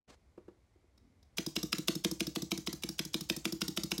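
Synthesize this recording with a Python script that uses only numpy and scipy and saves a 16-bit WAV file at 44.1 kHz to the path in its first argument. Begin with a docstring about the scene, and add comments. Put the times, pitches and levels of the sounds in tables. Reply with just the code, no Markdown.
"""In a small quiet room, a finger taps the space bar of a flat desk keyboard 17 times, about six a second.
Each stroke is a series of impacts: the fingertip lands with a faint rattle, the bar clacks down, then
springs back with a lighter click. Clack and click excite the short plastic modes of the bar and the
low modes of the desk, heard as thumps. Before the typing come a short rustle, four soft knocks, two
tiny ticks and a brief hum. The impacts reverberate over a low room rumble."""
import sys
import numpy as np
from scipy import signal
from scipy.fft import rfft, irfft
from scipy.io import wavfile

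SR = 44100
rng = np.random.default_rng(int(sys.argv[2]) if len(sys.argv) > 2 else 0)


def unload_audio(sound):
    """Save the sound as a 16-bit wav file, at the path given as the first command line argument."""
    columns = np.transpose(np.atleast_2d(sound))
    # keep every value between -1 and 1, then stretch to whole-number steps
    steps = np.round(np.clip(columns, -1, 1) * 32767)
    wavfile.write(sys.argv[1], SR, steps.astype(np.int16))


N = 176400
TIME = np.arange(N) / SR

# Levels in the tables are relative.
# the bar hits bottom: t/s, clack/dB, brightness/dB, thump/dB, lead of the fingertip/s, landing/dB
DOWNSTROKES = [(1.3831, -31, -1, -38.5, 0.01, -38), (1.5642, -31, -1.5, -39, 0.0065, -38.5),
               (1.729, -29.5, -3, -41, 0.006, -37), (1.883, -26, 1, -34, 0.0066, -36.5),
               (2.0473, -30, 7.5, -33, 0.0065, -37.5), (2.2058, -31, 4, -35.5, 0.0071, -41.5),
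               (2.36, -33, -2, -35.5, 0.0066, -40), (2.5175, -31.5, 4.5, -36, 0.0073, -40.5),
               (2.6731, -34.5, -2, -39, 0.0073, -39.5), (2.8357, -35, 4.5, -41.5, 0.012, -44),
               (2.9924, -31.5, 5, -40.5, 0.0088, -43.5), (3.143, -31.5, 1, -37.5, 0.0086, -43.5),
               (3.2991, -29, 1.5, -37, 0.0078, -41.5), (3.454, -30.5, -1.5, -37.5, 0.007, -43),
               (3.6171, -30, -1, -40, 0.008, -40), (3.7741, -30.5, -1, -39.5, 0.0079, -38.5),
               (3.9173, -30, -4, -39.5, 0.0077, -41)]
# the bar springs back: t/s, click/dB, brightness/dB, thump/dB
UPSTROKES = [(1.4642, -35, -3, -33.5), (1.6305, -34, -3, -31.5), (1.7834, -34.5, -4, -33.5),
             (1.9535, -36.5, -0.5, -33), (2.1132, -34.5, -1, -34.5), (2.269, -36, -4.5, -33),
             (2.4213, -37, 0.5, -33.5), (2.5766, -37.5, -3.5, -35.5), (2.729, -36.5, 0, -39),
             (2.89, -35.5, -4.5, -38.5), (3.0514, -39, 3, -41.5), (3.209, -36.5, -1, -38),
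             (3.365, -36.5, 2, -37), (3.524, -36.5, 1, -33.5), (3.681, -33.5, -0.5, -34),
             (3.8353, -34, 2, -35), (3.9806, -35.5, 1.5, -33)]
# modes of the plastic bar: f/Hz, T60/s, level/dB
PLASTIC_MODES = [(1220, 0.15, -20.5), (1340, 0.057, -14), (1670, 0.11, -13), (2480, 0.011, -15),
                 (2930, 0.0068, -8), (3750, 0.021, -20), (4020, .025, 2), (5110, 0.02, 6.5),
                 (5660, 0.015, -2.5), (7600, .012, -28), (9000, .012, -32), (12400, .008, -21)]
# modes of the keyboard on the desk: f/Hz, T60/s, level on press/dB, level on release/dB
THUMP_MODES = [(62.5, 0.65, -23.5, -31), (110.5, 0.26, -30.5, -31.5), (151.2, .14, -9.5, -8.5),
               (192, 0.087, -0.5, -4), (241, .06, -2, -9), (299.5, 0.069, -4, -4.5), (326.8, 0.11, 0, -3.5),
               (362.1, 0.065, -3.5, -11.5), (475.6, 0.088, -12.5, -20.5), (677.6, 0.072, -15.5, -30.5)]
# direct spectra of the contacts: f/Hz, level/dB
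PRESS_SPECTRUM = [(40, -48), (200, -4.5), (500, -10), (800, -8), (1400, -2), (1900, -10), (2400, 2.5),
                  (3700, 3), (4400, -5.5), (5500, -1.5), (6500, -5), (9000, -10), (13000, -10.5),
                  (16000, -27)]
RELEASE_SPECTRUM = [(40, -49), (200, -2.5), (600, -14), (1300, -19), (2000, -25), (2800, -13.5), (3800, -2),
                    (4400, -8), (5300, 3.5), (6500, -5.5), (7700, -10), (9000, -9.5), (14000, -10.5),
                    (16000, -19)]
LANDING_SPECTRUM = [(200, -24), (700, -10), (2000, -20), (2800, 0), (4000, -6.5), (5500, 5.5), (7000, -3),
                    (9000, -4.5), (13000, -11), (16000, -7)]
# smoother spectra that the contacts radiate into the room: f/Hz, level/dB
PRESS_SPILL_SPECTRUM = [(40, -35), (500, -1.5), (800, -6), (2000, -4.5), (4200, 0.5), (5400, -2),
                        (6600, -2.5), (9000, -11), (15500, -18)]
RELEASE_SPILL_SPECTRUM = [(40, -44), (500, -2), (2000, -15), (4000, -0.5), (6500, 0), (9000, -9.5),
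                          (15500, -11.5)]
# soft knocks nearby and faint touches on the keys: t/s, level/dB
SOFT_KNOCKS = [(0.377, -40), (.481, -41), (0.757, -59.5), (0.84, -62)]
KEY_TOUCHES = [(0.978, -64.5), (1.229, -65.5)]
# modes that the knocks excite: f/Hz, T60/s, level/dB
KNOCK_RESONANCES = [(198, 0.089, -10.5), (292, 0.028, -3.5), (350.4, 0.081, -0.5), (485, .05, -7),
                    (610, 0.052, -15.5), (964, 0.017, -23), (1243, 0.078, -24.5)]
# contact spectra of the knocks and touches: f/Hz, level/dB
SCUFF_SPECTRUM = [(60, -29), (400, 5), (1200, -3.5), (3000, -19), (14000, -37)]
TICK_SPECTRUM = [(300, 0), (2500, -24), (3800, -1.5), (5300, -2), (7500, -12.5), (14000, -18)]
# reverberation time of the room: f/Hz, T60/s
ROOM_T60 = [(150, 0.2), (800, 0.28), (3000, 0.26), (7000, .28), (15000, 0.2)]
# spectra of the room rumble, the rustle and the hum: f/Hz, level/dB
RUMBLE_SPECTRUM = [(25, -28), (45, -5.5), (62, 1), (85, -1.5), (130, -13), (220, -17), (400, -20.5),
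                   (600, -23.5), (1100, -29.5), (1700, -33.5), (2150, -29), (2700, -37.5), (4000, -37),
                   (7000, -40.5), (12000, -48), (16000, -62)]
RUSTLE_SPECTRUM = [(59, -33), (100, -3), (373, -14.5), (461, -11), (818, -18), (1720, -22), (7290, -28.5),
                   (16000, -55)]
HUM_SPECTRUM = [(40, -24), (70, 16.5), (130, -10), (220, 0.5), (265, 7), (330, -9), (450, -19), (1500, -36),
                (8000, -50)]
# their envelopes: t/s, level/dB
RUMBLE_ENVELOPE = [(.06, -110), (0.082, -66.5), (.6, -67.5), (.9, -68), (1.4, -66), (4, -61.5)]
RUSTLE_ENVELOPE = [(.07, -110), (.08, -66), (0.105, -52), (.115, -61.5), (.145, -60), (.165, -85),
                   (.22, -110)]
HUM_ENVELOPE = [(.9, -98), (.98, -69.5), (1.05, -61), (1.17, -73), (1.26, -68), (1.34, -102)]

STOP_LAG_S, STOP_DB = 0.0005, 14  # the one hard contact within each clack
PRESS_THUMP_DB, PRESS_THUMP_LAG_S = 7.5, 0.001935
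RELEASE_THUMP_DB, RELEASE_THUMP_LAG_S = 5.5, 0.00085
PRESS_SPILL_DB, RELEASE_SPILL_DB, THUMP_SPILL_DB, FAINT_SPILL_DB = -5, -6.5, -9, -6.5  # into the room
THUMP_HARDENING = 0.46  # spectral tilt in dB per octave for each dB of force
ROOM_GAP_S, WALL_DELAY_S, EARLY_GAIN = 0.0055, 0.018, 0.41


def presses():
    """Impact excitation: the finger lands, the bar hits bottom, the desk thumps. Gives (direct, spill)."""
    times, clack_db, bright_db, thump_db, lead_s, landing_db = np.transpose(DOWNSTROKES)
    landing = chatter(times - lead_s, landing_db - 1, attack_s=0.0016, hold_s=0.0035, decay_s=0.0044)
    contact = chatter(times, clack_db + 2, attack_s=0.00072, hold_s=0.0013, decay_s=0.0031)
    contact += impulses(times + STOP_LAG_S, clack_db + STOP_DB)
    modes_db = [mode[2] for mode in THUMP_MODES]
    thump = desk(times + PRESS_THUMP_LAG_S, thump_db + PRESS_THUMP_DB, modes_db)
    rattle = bar(landing, LANDING_SPECTRUM, ring_db=-7)
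    clack = brighten(bar(contact, PRESS_SPECTRUM, ring_db=0), times, bright_db)
    spill = amp(PRESS_SPILL_DB) * colour(contact + landing, PRESS_SPILL_SPECTRUM)
    return rattle + clack + thump, spill + amp(THUMP_SPILL_DB) * thump


def releases():
    """Elastic return: the bar strikes its top stop and the desk rebounds. Gives (direct, spill)."""
    times, click_db, bright_db, thump_db = np.transpose(UPSTROKES)
    contact = chatter(times, click_db + 2, attack_s=0.00076, hold_s=0.0016, decay_s=0.0035)
    modes_db = [mode[3] for mode in THUMP_MODES]
    thump = desk(times + RELEASE_THUMP_LAG_S, thump_db + RELEASE_THUMP_DB, modes_db)
    click = brighten(bar(contact, RELEASE_SPECTRUM, ring_db=-5), times, bright_db)
    spill = amp(RELEASE_SPILL_DB) * colour(contact, RELEASE_SPILL_SPECTRUM)
    return click + thump, spill + amp(THUMP_SPILL_DB) * thump


def bar(contact, spectrum, ring_db):
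    """Forced and free vibration: a contact gives a dry crack and rings the short plastic modes."""
    ringing = sum(amp(db) * ring(contact, hz, t60) / np.sqrt(t60 * SR) for hz, t60, db in PLASTIC_MODES)
    return colour(contact, spectrum) + amp(ring_db) * ringing


def desk(times, force_db, modes_db, spread_db=1.5, low_cut_hz=53):
    """Modal superposition: keyboard and desk thump, and harder blows favour the higher modes."""
    scatter_db = spread_db * rng.standard_normal((len(times), len(THUMP_MODES)))
    middle_hz = np.median(np.array(THUMP_MODES)[:, 0])
    thump = np.zeros(N)
    for k, ((hz, t60, *_), db) in enumerate(zip(THUMP_MODES, modes_db)):
        tilt_db = THUMP_HARDENING * (force_db - force_db.mean()) * np.log2(hz / middle_hz)
        blows = impulses(times, force_db + db + tilt_db + scatter_db[:, k])
        thump -= (-1) ** k * ring(blows, hz, t60)  # alternate signs let the thump build up
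    return signal.sosfilt(signal.butter(2, low_cut_hz, "high", fs=SR, output="sos"), thump)


def chatter(times, db, attack_s, hold_s, decay_s):
    """Contact noise: dense micro-contacts of random sign rise, hold and decay at each event."""
    t = np.arange(-SR // 20, SR // 20) / SR
    burst = np.exp(np.minimum(t, 0) / attack_s - np.maximum(t - hold_s, 0) / decay_s)
    envelope = np.zeros(N + SR)
    for onset, gain in zip(times, amp(db)):
        start = int((onset + t[0]) * SR)
        envelope[start:start + len(t)] += gain * burst
    return envelope[:N] * rng.choice([-1, 1], N)


def impulses(times, db):
    """Ideal impacts: each force lasts one sample."""
    force = np.zeros(N)
    force[np.clip(np.round(times * SR).astype(int), 0, N - 1)] = amp(db)
    return force


def ring(force, hz, t60):
    """Damped oscillator: a unit impulse starts a decaying sine of height 1."""
    radius, angle = amp(-60 / (t60 * SR)), 2 * np.pi * hz / SR
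    return signal.lfilter([0, np.sin(angle)], [1, -2 * radius * np.cos(angle), radius**2], force + 1e-18)


def brighten(x, times, bright_db, pivot_hz=3100):
    """Spectral tilt: each stroke's treble is weighed against the band below the pivot."""
    low = signal.sosfilt(signal.butter(1, pivot_hz, fs=SR, output="sos"), x)
    tilt = amp(np.interp(TIME, times, bright_db) / 2)
    return low / tilt + (x - low) * tilt


def colour(x, spectrum, size=8192):
    """Minimum-phase filtering: imposes the spectrum's shape, while white noise keeps its power."""
    gain = amp(at_hz(spectrum, np.arange(size // 2 + 1) * SR / size))
    cepstrum = irfft(np.log(gain))
    cepstrum[1:size // 2] *= 2  # folding the cepstrum makes the response causal
    cepstrum[size // 2 + 1:] = 0
    response = irfft(np.exp(rfft(cepstrum)))
    return signal.fftconvolve(x, response / np.linalg.norm(response))[:N]


def at_hz(curve, hz):
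    """Interpolation on a logarithmic frequency axis."""
    freqs, values = np.transpose(curve)
    return np.interp(np.log(hz + 1), np.log(freqs), values)


def amp(db):
    """Decibel law: 20 dB is a tenfold amplitude."""
    return 10 ** (np.asarray(db) / 20)


def knocks():
    """Damped resonance: soft blows nearby ring low modes, each with a scuff of contact noise."""
    times, db = np.transpose(SOFT_KNOCKS)
    blows = impulses(times, db)
    ringing = sum((-1) ** k * amp(mode_db) * ring(blows, hz, t60)
                  for k, (hz, t60, mode_db) in enumerate(KNOCK_RESONANCES))
    scuff = chatter(times, db - 18.5, attack_s=0.0006, hold_s=0.0054, decay_s=0.0082)
    return ringing + colour(scuff, SCUFF_SPECTRUM)


def ticks():
    """Weak excitation: faint touches on the keys ring the plastic modes."""
    times, db = np.transpose(KEY_TOUCHES)
    contact = chatter(times, db, attack_s=0.0013, hold_s=0.003, decay_s=0.0027)
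    return bar(contact, TICK_SPECTRUM, ring_db=2)


def room(spill):
    """Time-varying convolution: the echo changes from stroke to stroke as the hand moves."""
    times = np.array(DOWNSTROKES)[:, 0]
    reverberation = np.zeros(N)
    for stroke, response in zip(np.eye(len(times)), room_responses(len(times))):
        crossfade = np.sqrt(np.interp(TIME, times, stroke))  # equal power
        reverberation += signal.oaconvolve(spill * crossfade, response)[:N]
    return reverberation


def room_responses(count):
    """Diffuse field: noise decays exponentially band by band, weaker until the walls answer."""
    t = TIME[:SR // 2]
    noise = rfft(rng.standard_normal((count, len(t))))
    hz = np.arange(noise.shape[1]) * SR / len(t)
    edges_hz = np.geomspace(100, 17000, num=9)
    responses = 0
    for low, high in zip(edges_hz, edges_hz[1:]):
        band = irfft(noise * (hz >= low) * (hz < high), len(t))
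        decay = amp(-60 * t / at_hz(ROOM_T60, np.sqrt(low * high)))
        responses += band * decay / np.linalg.norm(decay)
    return responses * np.where(t > WALL_DELAY_S, 1, EARLY_GAIN) * (t > ROOM_GAP_S)


def shaped_noise(spectrum, envelope):
    """Amplitude modulation: noise of a steady spectrum follows a level envelope."""
    level_db = np.interp(TIME, *np.transpose(envelope))
    return colour(rng.standard_normal(N), spectrum) * amp(level_db)


def background():
    """Incoherent addition: room rumble, the opening rustle and a low hum are independent noises."""
    rumble = shaped_noise(RUMBLE_SPECTRUM, RUMBLE_ENVELOPE)
    rustle = shaped_noise(RUSTLE_SPECTRUM, RUSTLE_ENVELOPE)
    hum = shaped_noise(HUM_SPECTRUM, HUM_ENVELOPE)  # swells as the hand comes in
    return rumble + rustle + hum


def scene():
    """Superposition: direct sound, reverberation and background add at one close microphone."""
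    press, press_spill = presses()
    release, release_spill = releases()
    faint = knocks() + ticks()
    spill = press_spill + release_spill + amp(FAINT_SPILL_DB) * faint
    return (press + release + faint + room(spill) + background())[None]


def record(dry, cutoff_hz=16000):
    """Band limiting: an elliptic low-pass cuts the top steeply."""
    return signal.sosfilt(signal.ellip(10, 0.2, 80, cutoff_hz, fs=SR, output="sos"), dry)


dry = scene()
out = record(dry)
unload_audio(out)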